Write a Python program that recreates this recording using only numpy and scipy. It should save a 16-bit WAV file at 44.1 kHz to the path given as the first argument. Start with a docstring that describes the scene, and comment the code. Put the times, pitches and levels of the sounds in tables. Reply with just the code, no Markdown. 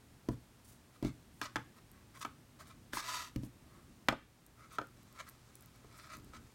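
"""A small card basket, held shut by a metal clip, taps and scuffs on a craft table as hands tie it with twine.
Impacts excite the damped modes of the card and, when wrists land, those of the table top.
Stick-slip friction of fingers and twine makes the card rasp; fibres snap with tiny ticks.
A small room reverberates briefly over a faint hum and hiss, and the close microphone's
gain control ducks after the sharpest knock."""
import sys
import numpy as np
from scipy import signal
from scipy.fft import rfft, irfft, next_fast_len
from scipy.io import wavfile

SR = 44100
rng = np.random.default_rng(int(sys.argv[2]) if len(sys.argv) > 2 else 0)


def dump_mix(stems):
    """Bounce the given channels to the path in sys.argv[1] as a 16-bit WAV at rate SR."""
    frames = np.atleast_2d(stems).T  # one column per channel
    limited = np.clip(frames, -1, 1)  # hard clip at full scale
    pcm = np.round(limited * 32767).astype(np.int16)
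    wavfile.write(sys.argv[1], SR, pcm)


N = 288414


def undb(db):
    """Amplitude grows tenfold with every 20 dB."""
    return 10 ** (np.asarray(db) / 20)


def clock(seconds):
    """Uniform sampling: the sample times of a span."""
    return np.arange(max(int(seconds * SR), 8)) / SR


def add(track, start, sound):
    """Superposition: a sound sums into the track from its start time."""
    i = max(int(start * SR), 0)
    track[i:i + len(sound)] += sound[:max(N - i, 0)]


def level(x, db):
    """Power normalisation: set the rms level."""
    return x * undb(db) / np.sqrt(np.mean(x ** 2))


def impact_level(x, db):
    """Energy normalisation: set a transient's level as its rms over 20 ms."""
    return x * undb(db) / np.sqrt(np.sum(x ** 2) / (.02 * SR))


def soften(x, corner_hz, order=2):
    """Low-pass filtering: a longer contact passes less treble."""
    return signal.sosfilt(signal.butter(order, min(corner_hz, SR / 2 - 2000), fs=SR, output="sos"), x)


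def colour(x, points):
    """Spectral shaping by points of (frequency [Hz], gain [dB])."""
    size = next_fast_len(len(x))
    hz, db = np.transpose(points)
    gain = undb(np.interp(np.log(np.fft.rfftfreq(size, 1 / SR) + 1), np.log(hz), db))
    return irfft(rfft(x, size) * gain, size)[:len(x)]


def decay(t, t60):
    """Exponential damping: the level falls 60 dB in t60 seconds."""
    return np.exp(-np.log(1000) * t / t60)


def ring(modes, low_hz):
    """Modal superposition, in and out of phase; a small body radiates little below low_hz."""
    t, out = clock(1 / 2), 0
    scatter = rng.standard_normal((len(modes), 2))
    for k, ((hz, db, t60), (stray_db, detune)) in enumerate(zip(modes, scatter)):
        polarity = (-1) ** (k // 2)
        mode = np.sin(2 * np.pi * hz * (1 + .006 * detune) * t)
        out = out + polarity * undb(db + stray_db) * decay(t, t60) * mode
    return signal.sosfilt(signal.butter(2, low_hz, "high", fs=SR, output="sos"), out)


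def panel(hz, t60, swell_s):
    """A damped sinusoid: one brief, pitched tock."""
    t = clock(1 / 8)
    return (1 - np.exp(-t / swell_s)) * decay(t, t60) * np.sin(2 * np.pi * hz * t)


def burst(t60, spectrum, rise_s=0.00081):
    """A broadband transient: noise swells as the contact closes, then decays."""
    t = clock(1)
    noise = rng.standard_normal(len(t)) * decay(t, t60) * (1 - np.exp(-t / rise_s))
    return colour(noise, spectrum)[:len(t) // 2]


def drift(rate_hz):
    """Random modulation: a continuous wander with a spread near 1."""
    knots = rng.standard_normal(4096)
    return np.interp(np.arange(N) / SR * rate_hz, np.arange(len(knots)), knots)


def friction(per_s, spread_db, uneven_db):
    """Stick-slip friction: dense catches of unequal size under wavering finger pressure."""
    catches = (rng.random(N) < per_s / SR) * rng.choice([-1, 1], N)
    sizes = undb(spread_db * np.minimum(rng.exponential(size=N), 4))
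    return catches * sizes * undb(uneven_db * drift(70))


def stroke(texture, start, length, db, edge):
    """Windowing: a stretch of friction whose rise and fall take up the fraction `edge`."""
    i = int(start * SR)
    piece = texture[i:i + int(length * SR)]
    return level(piece * signal.windows.tukey(len(piece), min(edge, 1)), db)


def walls(x, t60=0.027, ring_db=-3):
    """Modal overlap: the card's close resonances, new for each stroke, give friction a papery rasp."""
    t = clock(1 / 8)
    response = rng.standard_normal(len(t)) * decay(t, t60)
    return x + undb(ring_db) * signal.fftconvolve(x, response / np.linalg.norm(response))[:len(x)]


# spectrum of room air and microphone hiss: (frequency [Hz], gain [dB])
AIR_SPECTRUM = [(15, -48), (30, -7.5), (60, 0), (125, -1), (190, -5.5), (280, -6.5), (480, -14.5),
                (1300, -18.5), (3000, -23.5), (6500, -26.5), (12000, -27), (16000, -25.5)]
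# mains hum partials: (frequency [Hz], level [dB])
HUM_PARTIALS = [(120.5, -70.5), (241, -75.5)]
def background():
    """The noise floor: broadband air with a wavering rumble, and the harmonics of a mains hum."""
    air = level(colour(rng.standard_normal(N), AIR_SPECTRUM), db=-61)
    air = air + soften(air, 520) * (undb(2 * drift(3.6)) - 1)
    t, hum = np.arange(N) / SR, 0
    for hz, db in HUM_PARTIALS:
        partial = np.sin(2 * np.pi * hz * t + .5 * drift(4.5))
        hum = hum + level(partial * undb(2 * drift(4.26)), db)
    return air + hum


# reverberation bands: (frequency [Hz], echo gain [dB], decay time T60 [s])
ROOM_BANDS = [(60, 1, 0.21), (240, -3.5, 0.21), (627, -9, 0.13), (1410, -9.5, 0.25), (3040, -12, 0.36),
              (6920, -12.5, 0.17), (14000, -14, 0.13)]
def room(x, first_s=0.0074, build_s=0.0018):
    """Diffuse reverberation: echoes build up quickly, and each band decays at its own rate."""
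    t, tail = clock(1 / 2), 0
    hz, db, t60 = np.transpose(ROOM_BANDS)
    freqs = np.fft.rfftfreq(len(t), 1 / SR)
    noise = rfft(rng.standard_normal(len(t)))
    for share, band_db, band_t60 in zip(np.eye(len(hz)), db, t60):
        envelope = decay(t, band_t60) * np.clip((t - first_s) / build_s, 0, 1)
        band = irfft(noise * np.interp(np.log(freqs + 1), np.log(hz), share), len(t))
        tail = tail + undb(band_db) * band * envelope / np.linalg.norm(envelope)
    return signal.fftconvolve(x, tail)[:N]


# twine fibres snapping free: (time [s], level [dB])
FIBRE_SNAPS = [(1.915, -60), (2.259, -63), (3.449, -63), (4.464, -59), (4.8703, -67), (5.126, -64),
               (5.289, -55), (5.296, -57), (5.554, -55), (5.608, -61), (5.623, -61), (5.659, -61),
               (6.169, -59), (6.245, -64.5)]
def fibre_ticks(peak_hz=12100, knotting_s=(4.9, 6.3), faint_per_s=4, faint_db=-69, spread_db=3):
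    """Sudden release of tension: snaps too light to move the card, with fainter ones during knotting."""
    out = np.zeros(N)
    spectrum = [(peak_hz / 8, -28), (peak_hz / 2, -13), (peak_hz, 0), (peak_hz * 2, -6)]
    begin, end = knotting_s
    chance = rng.random((int(faint_per_s * (end - begin)), 2))
    faint = [(begin + when * (end - begin), faint_db + spread_db * (2 * size - 1))
             for when, size in chance]
    for start, db in FIBRE_SNAPS + faint:
        add(out, start, impact_level(burst(0.0076, spectrum), db))
    return out


# spectrum of skin and twine on card: (frequency [Hz], gain [dB])
CHAFE_SPECTRUM = [(300, -33), (620, -4), (800, -22.5), (1100, 4.5), (1450, -1), (1750, -5.5), (2200, -3.5),
                  (2900, -11.5), (3700, -6.5), (7500, -8), (11000, -21), (16000, -35)]
# spectrum of loose fibres: (frequency [Hz], gain [dB])
FIBRE_SPECTRUM = [(1000, -8), (3500, -8), (7500, -1), (9000, 2), (13000, 0), (16000, 2.5)]
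# fingers and twine sliding on card: (time [s], duration [s], level [dB], grip corner frequency [Hz])
RUB_STROKES = [(0.305, 0.047, -67.5, 4000), (0.928, 0.051, -69.5, 2800), (1.007, 0.11, -57, 2940),
               (1.406, 0.074, -47, 3600), (1.755, 0.046, -65.5, 2470), (1.915, 0.14, -72.5, 700),
               (2.134, 0.056, -59, 2700), (2.202, 0.039, -46.5, 5500), (2.581, 0.062, -59, 4000),
               (2.643, 0.097, -62.5, 3600), (2.975, 0.038, -45.5, 6000), (3.618, 0.3, -70, 1190),
               (4.548, 0.15, -63, 1500), (4.689, 0.098, -59, 4500), (5.136, 0.11, -61, 1930),
               (5.183, 0.035, -50, 2400), (5.26, 0.037, -60, 3000), (5.875, 0.25, -63, 3430),
               (6.082, 0.1, -54.5, 3120), (6.322, 0.064, -57.5, 2200)]
# twine and paper slipping lightly: (time [s], duration [s], level [dB])
LIGHT_SLIPS = [(0.64, 0.13, -61.5), (1.33, .08, -69), (2.17, 0.035, -59.5), (2.931, 0.055, -45.5),
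               (3.423, 0.051, -61)]
def rubbing(light_rub_db=-62, flattening=0.53, taut_from_s=4.95):
    """Stick-slip excitation: skin and twine drive the card walls; loose fibres hiss above them."""
    out = np.zeros(N)
    chafe = colour(friction(per_s=2200, spread_db=2.8, uneven_db=2.5), CHAFE_SPECTRUM)
    hiss = colour(friction(per_s=6000, spread_db=2.5, uneven_db=4.0), FIBRE_SPECTRUM)
    for start, length, db, corner_hz in RUB_STROKES:
        hiss_db = -5 + 6.5 * np.log2(corner_hz / 2980)  # a tighter grip hisses more
        hiss_db -= flattening * (db - light_rub_db)  # firmer rubs press the fibres flat
        rasp = walls(stroke(chafe, start, length, 0, edge=0.73))
        add(out, start, level(soften(rasp, corner_hz, order=1), db))
        add(out, start, stroke(hiss, start, length, db + hiss_db, edge=0.96))
    for start, length, db in LIGHT_SLIPS:
        add(out, start, stroke(hiss, start, length, db, edge=0.21))
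    # the taut twine chafes faintly between strokes
    add(out, taut_from_s, stroke(chafe, taut_from_s, N / SR, db=-72, edge=0.03))
    return out


# spectrum of the basket's base on the paper mat: (frequency [Hz], gain [dB])
SCUFF_SPECTRUM = [(200, -22), (430, -13), (660, -11), (800, -12.5), (1000, -3), (1450, -1.5), (1700, -4.5),
                  (2000, -6), (2900, -9.5), (3600, -7.5), (4700, -7.5), (6000, -11), (10000, -15.5),
                  (16000, -18.5)]
# pushes across the mat: (time [s], duration [s], level at top speed [dB])
BASKET_PUSHES = [(2.922, 0.16, -44.5), (3.027, 0.29, -40.5)]
def basket_slide(speed_power=1.4, skew=0.68):
    """Sliding friction: the basket scuffs over the mat with an amplitude that is a power of its speed."""
    out = np.zeros(N)
    grain = colour(friction(per_s=4500, spread_db=3.1, uneven_db=1.6), SCUFF_SPECTRUM)
    for start, length, db in BASKET_PUSHES:
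        scuff = walls(stroke(grain, start, length, 0, edge=0))
        progress = np.linspace(0, 1, len(scuff), endpoint=False)
        speed = np.sin(np.pi * progress ** skew)  # a skew under 1 reaches top speed early
        add(out, start, level(scuff, db) * speed ** speed_power)
    return out


# modes of the table top: (frequency [Hz], level [dB], decay time T60 [s])
TABLE_MODES = [(58, -14.5, 0.43), (85, -11.5, 0.15), (122.2, -4.5, 0.19), (142, -13, 0.12),
               (258.3, -2, 0.099), (294, -5.5, 0.11), (350, -13, 0.017), (540, -17, 0.046)]
# spectrum of the card's many small, overlapping resonances: (frequency [Hz], gain [dB])
FLUTTER_SPECTRUM = [(150, -12.5), (450, 5), (900, 3), (1400, 3.5), (2400, -10.5), (3300, -0.5), (4500, -16),
                    (6200, -15), (8000, -10), (16000, -38)]
# spectrum of a closing contact: (frequency [Hz], gain [dB])
CRACK_SPECTRUM = [(300, -15), (1000, -9), (2500, -9), (6000, -10.5), (9000, -19.5), (16000, -13.5)]
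# hands landing on the table: (time [s], reference level [dB], thud frequency [Hz])
HAND_LANDINGS = [(0.2871, -32, 326), (1.026, -36, 320), (1.048, -33.5, 287), (1.0685, -46, 320),
                 (3.3602, -36.5, 210), (3.4334, -45, 245), (5.845, -54.5, 424), (6.178, -59, 260)]
# hands shifting their weight: (time [s], duration [s], level [dB])
HAND_SHIFTS = [(1.59, 0.2, -68.5), (3.502, 0.45, -68), (6.073, 0.41, -61.5)]
def hand_bumps():
    """Soft impact: a long contact drives the table's low modes; shifting hands rumble by friction."""
    out = np.zeros(N)
    for start, db, thud_hz in HAND_LANDINGS:
        octaves = np.log2(thud_hz / 300)  # slower contacts ring and slap more
        thud = panel(thud_hz, t60=0.016, swell_s=0.0035)
        table = soften(ring(TABLE_MODES, low_hz=48), thud_hz, order=1)
        basket_shake = soften(burst(0.056, FLUTTER_SPECTRUM), 2 * thud_hz)
        skin_slap = burst(0.013, CRACK_SPECTRUM)
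        add(out, start, impact_level(thud, db - 6))
        add(out, start, impact_level(table, db - 1 - 5 * octaves))
        add(out, start, impact_level(basket_shake, db - 13))
        add(out, start, impact_level(skin_slap, db - 20 - 7 * octaves))
    catches = friction(per_s=460, spread_db=2.5, uneven_db=3)
    rumble = colour(catches, [(30, -18), (65, 0.5), (300, -4), (500, -18), (1500, -44)])
    for start, length, db in HAND_SHIFTS:
        add(out, start, stroke(rumble, start, length, db, edge=0.4))
    return out


CARD_MODES = [(484, -16, 0.023), (540, -0.5, 0.044), (598, 5, 0.018), (838, 6, 0.038), (900, -9, 0.115),
              (1155, -6.5, 0.15), (1234, 3.5, 0.064), (1410, 0, 0.034), (1534, 7, 0.041), (1760, 3, 0.044),
              (1920, -14.5, 0.046), (2313, 0.5, 0.042), (2410, -5, 0.11), (3044, -7, 0.066),
              (3526, -1, 0.033), (4520, 2, 0.0255)]
# basket and clip knocking: (time [s], card level [dB], contact corner frequency [Hz],
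# panel frequency [Hz], panel level re card [dB])
BASKET_KNOCKS = [(1.4145, -43, 5370, 1640, -2.5), (1.5578, -38.5, 2700, 1660, -1),
                 (1.5642, -44, 2950, 2140, -2.5), (2.249, -43.5, 2290, 1260, -2),
                 (2.607, -64.5, 2500, 1225, 7), (2.9329, -44.5, 5000, 1680, -6),
                 (2.9705, -47.5, 4000, 1095, 7.5), (4.085, -27, 3200, 1210, -3.5),
                 (4.124, -37, 1110, 1410, -31), (4.7846, -40, 1650, 1367, 4),
                 (4.8143, -48.5, 1510, 1400, -20), (6.335, -62, 2600, 1390, 1)]
def basket_taps(low_tock_hz=512, table_lag_s=0.0014):
    """Hard impact: a short contact cracks and excites card and table; a low, brief tock lies under each."""
    out = np.zeros(N)
    for start, db, corner_hz, panel_hz, panel_db in BASKET_KNOCKS:
        card = impact_level(ring(CARD_MODES, low_hz=343), -2.9)
        flutter = impact_level(burst(0.05, FLUTTER_SPECTRUM), -2)
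        tock = panel(panel_hz, t60=0.014, swell_s=0.0017)  # the touched patch flexes
        crack = soften(burst(0.015, CRACK_SPECTRUM), 3 * corner_hz, order=1)
        crack_db = -6.5 + 4.5 * np.log2(corner_hz / 3050)  # harder contacts crack more
        low_tock = panel(low_tock_hz, t60=0.037, swell_s=0.0021)
        table = ring(TABLE_MODES, low_hz=130)
        add(out, start, impact_level(soften(card + flutter, corner_hz), db))
        add(out, start, impact_level(tock, db + panel_db))
        add(out, start, impact_level(crack, db + crack_db))
        add(out, start, impact_level(low_tock, db - 13.5))
        add(out, start + table_lag_s, impact_level(table, db - 7))
    return out


def scene(echo_s=0.002996, echo_db=-7):
    """Superposition of direct sound, a nearby surface's reflection, reverberation and noise floor."""
    direct = hand_bumps() + basket_taps() + fibre_ticks() + rubbing() + basket_slide()
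    near = direct.copy()
    add(near, echo_s, undb(echo_db) * soften(direct, 2300, order=1))
    return (near + room(direct) + background())[None]


def gain_control(x, threshold_db=-21, slope=0.6, release_s=0.33, attack_s=0.028):
    """Dynamic compression: peaks over the threshold pull the gain down; it creeps back afterwards."""
    t = np.arange(N) / SR
    over_db = np.maximum(20 * np.log10(np.abs(x) + 1e-9) - threshold_db, 0)
    held_db = np.maximum.accumulate(over_db * np.exp(t / release_s)) * np.exp(-t / release_s)
    pole = np.exp(-1 / (attack_s * SR))
    return x * undb(-slope * signal.lfilter([1 - pole], [1, -pole], held_db))


# frequency response of the microphone: (frequency [Hz], gain [dB])
MICROPHONE_RESPONSE = [(9600, -1), (10300, -5), (11500, -2.5), (14000, -7.5)]
def record(dry):
    """Transduction: the microphone's response, then compression and band limiting."""
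    sound = gain_control(colour(dry[0], MICROPHONE_RESPONSE))
    top_cut = signal.ellip(10, .1, 70, 16200, fs=SR, output="sos")
    return signal.sosfilt(top_cut, sound)[None]


dry = scene()
out = record(dry)
dump_mix(out)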